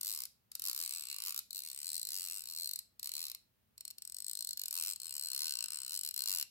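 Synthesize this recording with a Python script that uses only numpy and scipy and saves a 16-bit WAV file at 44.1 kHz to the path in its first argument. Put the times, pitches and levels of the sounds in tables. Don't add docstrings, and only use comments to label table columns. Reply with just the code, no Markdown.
import sys
import numpy as np
from scipy import signal
from scipy.fft import rfft, irfft, next_fast_len
from scipy.io import wavfile
from scipy.ndimage import uniform_filter1d

SR = 44100
rng = np.random.default_rng(int(sys.argv[2]) if len(sys.argv) > 2 else 0)


def log_audio(samples):
    frames = np.atleast_2d(samples).T
    limited = np.clip(frames, -1, 1)
    pcm = np.round(limited * 32767).astype(np.int16)
    wavfile.write(sys.argv[1], SR, pcm)


N = 286650
CLICK_SIZE, LEAD_SIZE = 1024, 128

# (t/s, ring level/dB)
OPENNESS = [(1.35, -6), (1.6, -2), (2.75, -2), (3.2, -4), (3.8, 4), (4.6, 4), (4.85, -1), (5.1, 6),
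            (6.1, 6), (6.35, 3)]


def amp(db):
    return 10 ** (np.asarray(db) / 20)


def unit(x):
    return x / np.sqrt(np.mean(x ** 2) + 1e-20)


def along(points, hz):
    f, v = np.transpose(points)
    return np.interp(np.log(hz + 1), np.log(f + 1), v)


def curves(rows, s):
    knots, *columns = np.transpose(rows)
    return [np.interp(s, knots, column) for column in columns]


def bell(hz, centre_hz, octaves):
    return np.exp(-(np.log2((hz + 1) / centre_hz) / octaves) ** 2)


def filtered(x, response):
    m = next_fast_len(N + SR // 2)
    return irfft(rfft(x, m) * response(np.fft.rfftfreq(m, 1 / SR)), m)[..., :N]


def causal(db):
    cepstrum = irfft(np.log(amp(db)))
    return np.exp(rfft(2 * cepstrum[..., :CLICK_SIZE // 2], CLICK_SIZE) - cepstrum[..., :1])


def background(bass_side_db, hiss_side_db):
    # (f/Hz, relative level per Hz/dB)
    hush = [(25, -36), (45, -3.5), (68, -2.5), (120, -3), (160, -11), (225, -5.5), (280, -15.5), (600, -19),
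            (1000, -21.5), (3000, -24.5), (8000, -31), (15500, -22.5)]
    # (f/Hz, RMS level/dB)
    hum_tones = [(107, -101), (187, -94)]
    hush_db = -79

    mid, side = filtered(rng.standard_normal((2, N)), lambda hz: amp(along(hush, hz)))
    side_gains = [(120, bass_side_db), (400, hiss_side_db)]  # (f/Hz, gain/dB)
    side = filtered(unit(side), lambda hz: amp(along(side_gains, hz)))
    t = np.arange(N) / SR
    hum = 0
    for hz, db in hum_tones:
        hum = hum + amp(db) * np.sqrt(2) * np.sin(2 * np.pi * (hz * t + rng.random()))
    return amp(hush_db) * (unit(mid) + np.array([side, -side])) + hum


def workshop(x, delay, count=10):
    # (f/Hz, t60/s)
    decay = [(200, 0.69), (1000, 0.093), (4000, 0.31), (8000, 0.25), (15000, 0.27)]
    # (f/Hz, relative level/dB)
    walls = [(300, 11.5), (1200, 11), (2700, 7), (4300, 0), (8000, 2), (15000, -9)]

    wet = np.zeros((2, N + SR))
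    place = np.linspace(0, count - 1, N)
    for k in range(count):
        hz, t, z = signal.stft(rng.standard_normal((2, SR // 3)), SR, nperseg=256)
        tail_db = along(walls, hz)[:, None] - 60 * t / along(decay, hz)[:, None]
        tail = signal.istft(z * amp(tail_db), SR)[1]
        tail_t = np.arange(tail.shape[1]) / SR
        tail *= 1 - np.exp(-(tail_t / delay) ** 2)
        tail /= np.linalg.norm(tail[0])
        near = np.flatnonzero(abs(place - k) < 1)
        share = np.cos(np.pi / 2 * (place[near] - k))
        answer = signal.fftconvolve(x[:, near] * share, tail, axes=1)
        wet[:, near[0]:near[0] + answer.shape[1]] += answer
    return wet[:, :N]


def drifting(shape, memory):
    fresh = rng.standard_normal(shape)
    fresh[1:] *= np.sqrt(1 - memory ** 2)
    return signal.lfilter([1], [1, -memory], fresh, axis=0)


def at_ports(count, size, memory, apart):
    common = drifting((count, 1, size), memory)
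    own = drifting((count, 2, size), memory)
    return np.cos(apart) * common + np.sin(apart) * own


def teeth():
    # (start t/s, length/s, teeth passed, surge 0-1, lean -1 to 1,
    # mid-push click level/dB, swell over the push/dB)
    pushes = [(0.0118, 0.0671, 6, 0.12, 0.5, -36.5, -0.1), (0.0886, 0.1653, 14, 0.01, -0.39, -37.9, -2.6),
              (0.5963, 0.1009, 8, 0.33, 0.45, -35.7, 4.4), (0.7133, 0.1481, 12, 0.1, 0.23, -36.3, 0.3),
              (0.8767, 0.1606, 13, 0.17, 0.09, -39.2, -3.7), (1.054, 0.1311, 9, 0.19, -0.18, -40.3, 2.6),
              (1.2029, 0.1036, 9, 0.22, 0.27, -37.6, 3.9), (1.3238, 0.067, 5, 0.06, 0.31, -37.1, 4.5),
              (1.5073, 0.0833, 7, 0.29, 0.48, -40.2, 2.2), (1.6039, 0.1114, 9, 0.14, 0.09, -41.8, -0.3),
              (1.7308, 0.0997, 8, 0.07, 0.08, -42.5, 3.1), (1.845, 0.0454, 5, 0.04, 0.09, -39.1, 2.6),
              (1.9022, 0.1129, 9, 0.23, -0.16, -37.0, 1.4), (2.0303, 0.1889, 15, 0.2, 0.39, -37.6, -2.3),
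              (2.2298, 0.0689, 7, 0.02, -0.17, -38.9, -1.1), (2.311, 0.1088, 11, 0.12, -0.13, -40.9, -2.7),
              (2.4383, 0.1108, 9, 0.16, 0.2, -41.6, 2.8), (2.5624, 0.1969, 14, 0.2, -0.46, -37.1, 3.4),
              (3.0299, 0.0877, 6, 0.16, -0.39, -38.3, 1.1), (3.138, 0.1782, 14, 0.15, -0.11, -38.9, -2.8),
              (3.9833, 0.1387, 6, 0.16, 0.32, -43.2, 0.7), (4.1453, 0.077, 5, 0.07, 0.09, -40.3, 1.4),
              (4.2448, 0.0879, 6, 0.2, 0.03, -38.2, 1.8), (4.3525, 0.0719, 5, 0.02, 0.11, -36.9, 1.1),
              (4.4471, 0.0843, 5, 0.2, 0.06, -36.1, 0.5), (4.5734, 0.136, 7, 0.09, -0.15, -36.2, 0.5),
              (4.7276, 0.0965, 9, 0.11, 0.01, -35.5, 1.5), (4.8365, 0.0978, 10, 0.15, 0.04, -36.3, -2.6),
              (5.0007, 0.0931, 8, 0.15, 0.15, -41.5, 0.9), (5.1079, 0.0877, 7, 0.12, 0.06, -38.7, 2.6),
              (5.2114, 0.0906, 8, 0.14, -0.16, -37.4, 0.8), (5.3167, 0.3087, 22, 0.16, -0.11, -34.9, -0.8),
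              (5.659, 0.1129, 8, 0.23, 0.4, -37.8, -0.6), (5.7873, 0.0923, 7, 0.02, -0.03, -39.6, 0.6),
              (5.8949, 0.1394, 11, 0.3, -0.39, -37.0, 3.8), (6.0493, 0.0923, 6, 0.27, -0.62, -36.9, 0.0),
              (6.1625, 0.0964, 7, 0.12, -0.21, -34.1, 0.9), (6.2751, 0.1513, 14, 0.04, -0.2, -33.4, -1.6)]
    # (t/s, click level/dB)
    ticks = [(0.5174, -44.2), (0.5528, -37.1), (2.7903, -36.1), (2.9958, -43.3), (3.3485, -41.9),
             (3.7794, -48.1), (3.8083, -42.6), (3.8521, -41.6), (3.879, -41.3), (3.904, -48),
             (3.9095, -42.8), (4.9605, -40.1), (5.6407, -34.0)]

    drops = [np.transpose(ticks)]
    for start, length, passed, surge, lean, db, swell_db in pushes:
        turned = np.linspace(0, 1, round(passed))
        elapsed = turned + surge * np.sin(2 * np.pi * turned) / (2 * np.pi)
        elapsed += lean * turned * (1 - turned)
        drops.append([start + length * elapsed, db + swell_db * (turned - .5)])
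    drops = np.hstack(drops)
    return drops[:, np.argsort(drops[0])]


def snap(count, t, hz, steel, rattle, scrape, evenness):
    # (f/Hz, relative level per Hz/dB)
    steel_spectrum = [(200, -34), (740, -35.5), (1030, -13.5), (1450, -16.5), (1750, -19), (2100, -12),
                      (3300, -9.5), (4300, 6.5), (4850, 3.5), (5600, 2.5), (6400, -2.5), (7800, 2.5),
                      (8800, -3), (9500, 3), (10600, 3.5), (11500, 7), (13000, 6), (15800, -5.5),
                      (16500, -44.5)]

    def stage(db, t60):
        return amp(db - 60 * abs(t) / t60)

    blow = at_ports(count, CLICK_SIZE, memory=0.843, apart=0.67)
    blow = rfft(blow * stage(*steel) * (t >= 0))
    power = abs(uniform_filter1d(abs(blow) ** 2, size=35))
    blow *= (power.mean() / power) ** (evenness / 2)
    loose = at_ports(count, CLICK_SIZE, memory=0.28, apart=1.0)
    loose = rfft(loose * np.where(t < 0, stage(*scrape), stage(*rattle)))
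    return (blow + loose) * causal(along(steel_spectrum, hz))


def ring(count, t, attack, change_db, slip):
    # (f/Hz, relative level/dB, t60/s)
    frame_modes = [(1253, -36.5, 0.019), (1509, -30.5, 0.03), (2036, -28, 0.018), (2426, -29.5, 0.053),
                   (2765, -15, 0.028), (2998, -18.5, 0.029), (4298, -0.5, 0.016), (5262, -8.5, 0.021),
                   (7790, 0, 0.0069), (8077, 8.5, 0.0057), (10600, -20, 0.023), (12300, -14.5, 0.0076),
                   (14100, -18, 0.01)]

    hz, db, t60 = np.transpose(frame_modes)
    t = np.maximum(t, 0)
    decay = amp(db[:, None] - 60 * t / t60[:, None])
    modes = decay * np.exp(2j * np.pi * hz[:, None] * t) * (1 - np.exp(-t / attack))
    strength = at_ports(count, len(hz), memory=0.78, apart=1.0)
    phase = at_ports(count, len(hz), memory=0.78, apart=1.0)
    strike = amp(change_db * strength) * np.exp(1j * slip * phase)
    return rfft((strike @ modes).imag)


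def grip(s, hz):
    # (t/s, 1.2 kHz level/dB, 2.6 kHz level/dB, 4.1 kHz level/dB, 8.3 kHz level/dB, 12.9 kHz level/dB)
    band_levels = [(0.05, 1, 1, 2, 3.5, 1), (0.75, 3.5, 0, 0, 1.5, 1), (1.1, 4, 13.5, 7, 9, -3),
                   (1.35, 7.5, 4, -3.5, -1, 3), (1.5, -10, -2.5, 11.5, 2.5, 1),
                   (1.77, 2, 5.5, -1.5, 6.5, -1), (2.02, -9, -6.5, 8, 3.5, 0),
                   (2.14, -3.5, -1, -1, 1, -1.5), (2.34, 7, 8, 0, 6, -0.4), (2.7, -7, -0.5, 10, 4, 3),
                   (3.27, 2, 4, 4.5, -3.5, -0.5), (4.13, -4, -4.5, 0.5, 6.5, -1.5),
                   (4.46, -7.5, -11.5, 5, 2, -1), (4.8, 2.5, 6, -4, 5, 1), (5.2, 0, -1.5, 3.5, 5, -1),
                   (5.43, 1.5, -3.5, 0.5, -7, -3.5), (5.83, 9.5, -1.5, 4.5, 4, -4),
                   (6.0, -4.5, -4, 4.5, -1, 1.5), (6.33, 3.5, 0.5, 1, -8, 0.5)]

    hollow, rim, plate, spring, sheen = curves(band_levels, s)
    db = hollow * bell(hz, 1200, 0.49) + rim * bell(hz, 2610, 0.29)
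    db = db + plate * bell(hz, 4130, 0.13) + spring * bell(hz, 8290, 0.11)
    return causal(db + sheen * bell(hz, 12900, 0.28))


def port_difference(hz, open_db, lag):
    side = np.array([[.5], [-.5]])
    pan_db = 3 + 0.14 * open_db
    colour_db = 6.8 * bell(hz, 8020, 0.052) - 2 * bell(hz, 4800, 0.3)
    late = np.exp(-2j * np.pi * hz * (.5 - side) * lag)
    return amp(side * pan_db) * amp(side * colour_db) * late


def ratchet(ring_db, lag, lead, scatter_db):
    s, db = teeth()
    t = (np.arange(CLICK_SIZE) - LEAD_SIZE) / SR
    hz = np.fft.rfftfreq(CLICK_SIZE, 1 / SR)
    moment = s[:, None, None]
    open_db, = curves(OPENNESS, moment)

    snaps = snap(len(s), t, hz, steel=(5, .0105), rattle=(-9, .028), scrape=(-14, .018), evenness=1.0)
    rings = ring(len(s), t, attack=0.00072, change_db=2.2, slip=0.55)
    z = grip(moment, hz) * (snaps + amp(ring_db + open_db) * rings)
    clicks = irfft(z * port_difference(hz, open_db, lag))

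    onset = clicks[..., (t > 0) & (t < .005)]
    clicks /= np.sqrt(np.mean(onset ** 2, axis=(1, 2), keepdims=True))
    gains = amp(db + scatter_db * rng.standard_normal(len(s)))
    starts = np.clip((s - lead) * SR - LEAD_SIZE, 0, N).astype(int)
    out = np.zeros((2, N + CLICK_SIZE))
    for start, gain, click in zip(starts, gains, clicks):
        out[:, start:start + CLICK_SIZE] += gain * click
    return out[:, :N]


def scene():
    reel = ratchet(ring_db=-2.5, lag=0.00013, lead=.00006, scatter_db=0.82)
    open_db, = curves(OPENNESS, np.arange(N) / SR)
    room_db = -10.5 - 0.43 * open_db
    wet = workshop(reel * amp(room_db), delay=0.0027)
    wet = wet * amp([[-1.2], [1.2]])
    return reel + wet + background(bass_side_db=-7.5, hiss_side_db=0.0)


def record(dry):
    return filtered(dry, lambda hz: hz < 16400)


dry = scene()
out = record(dry)
log_audio(out)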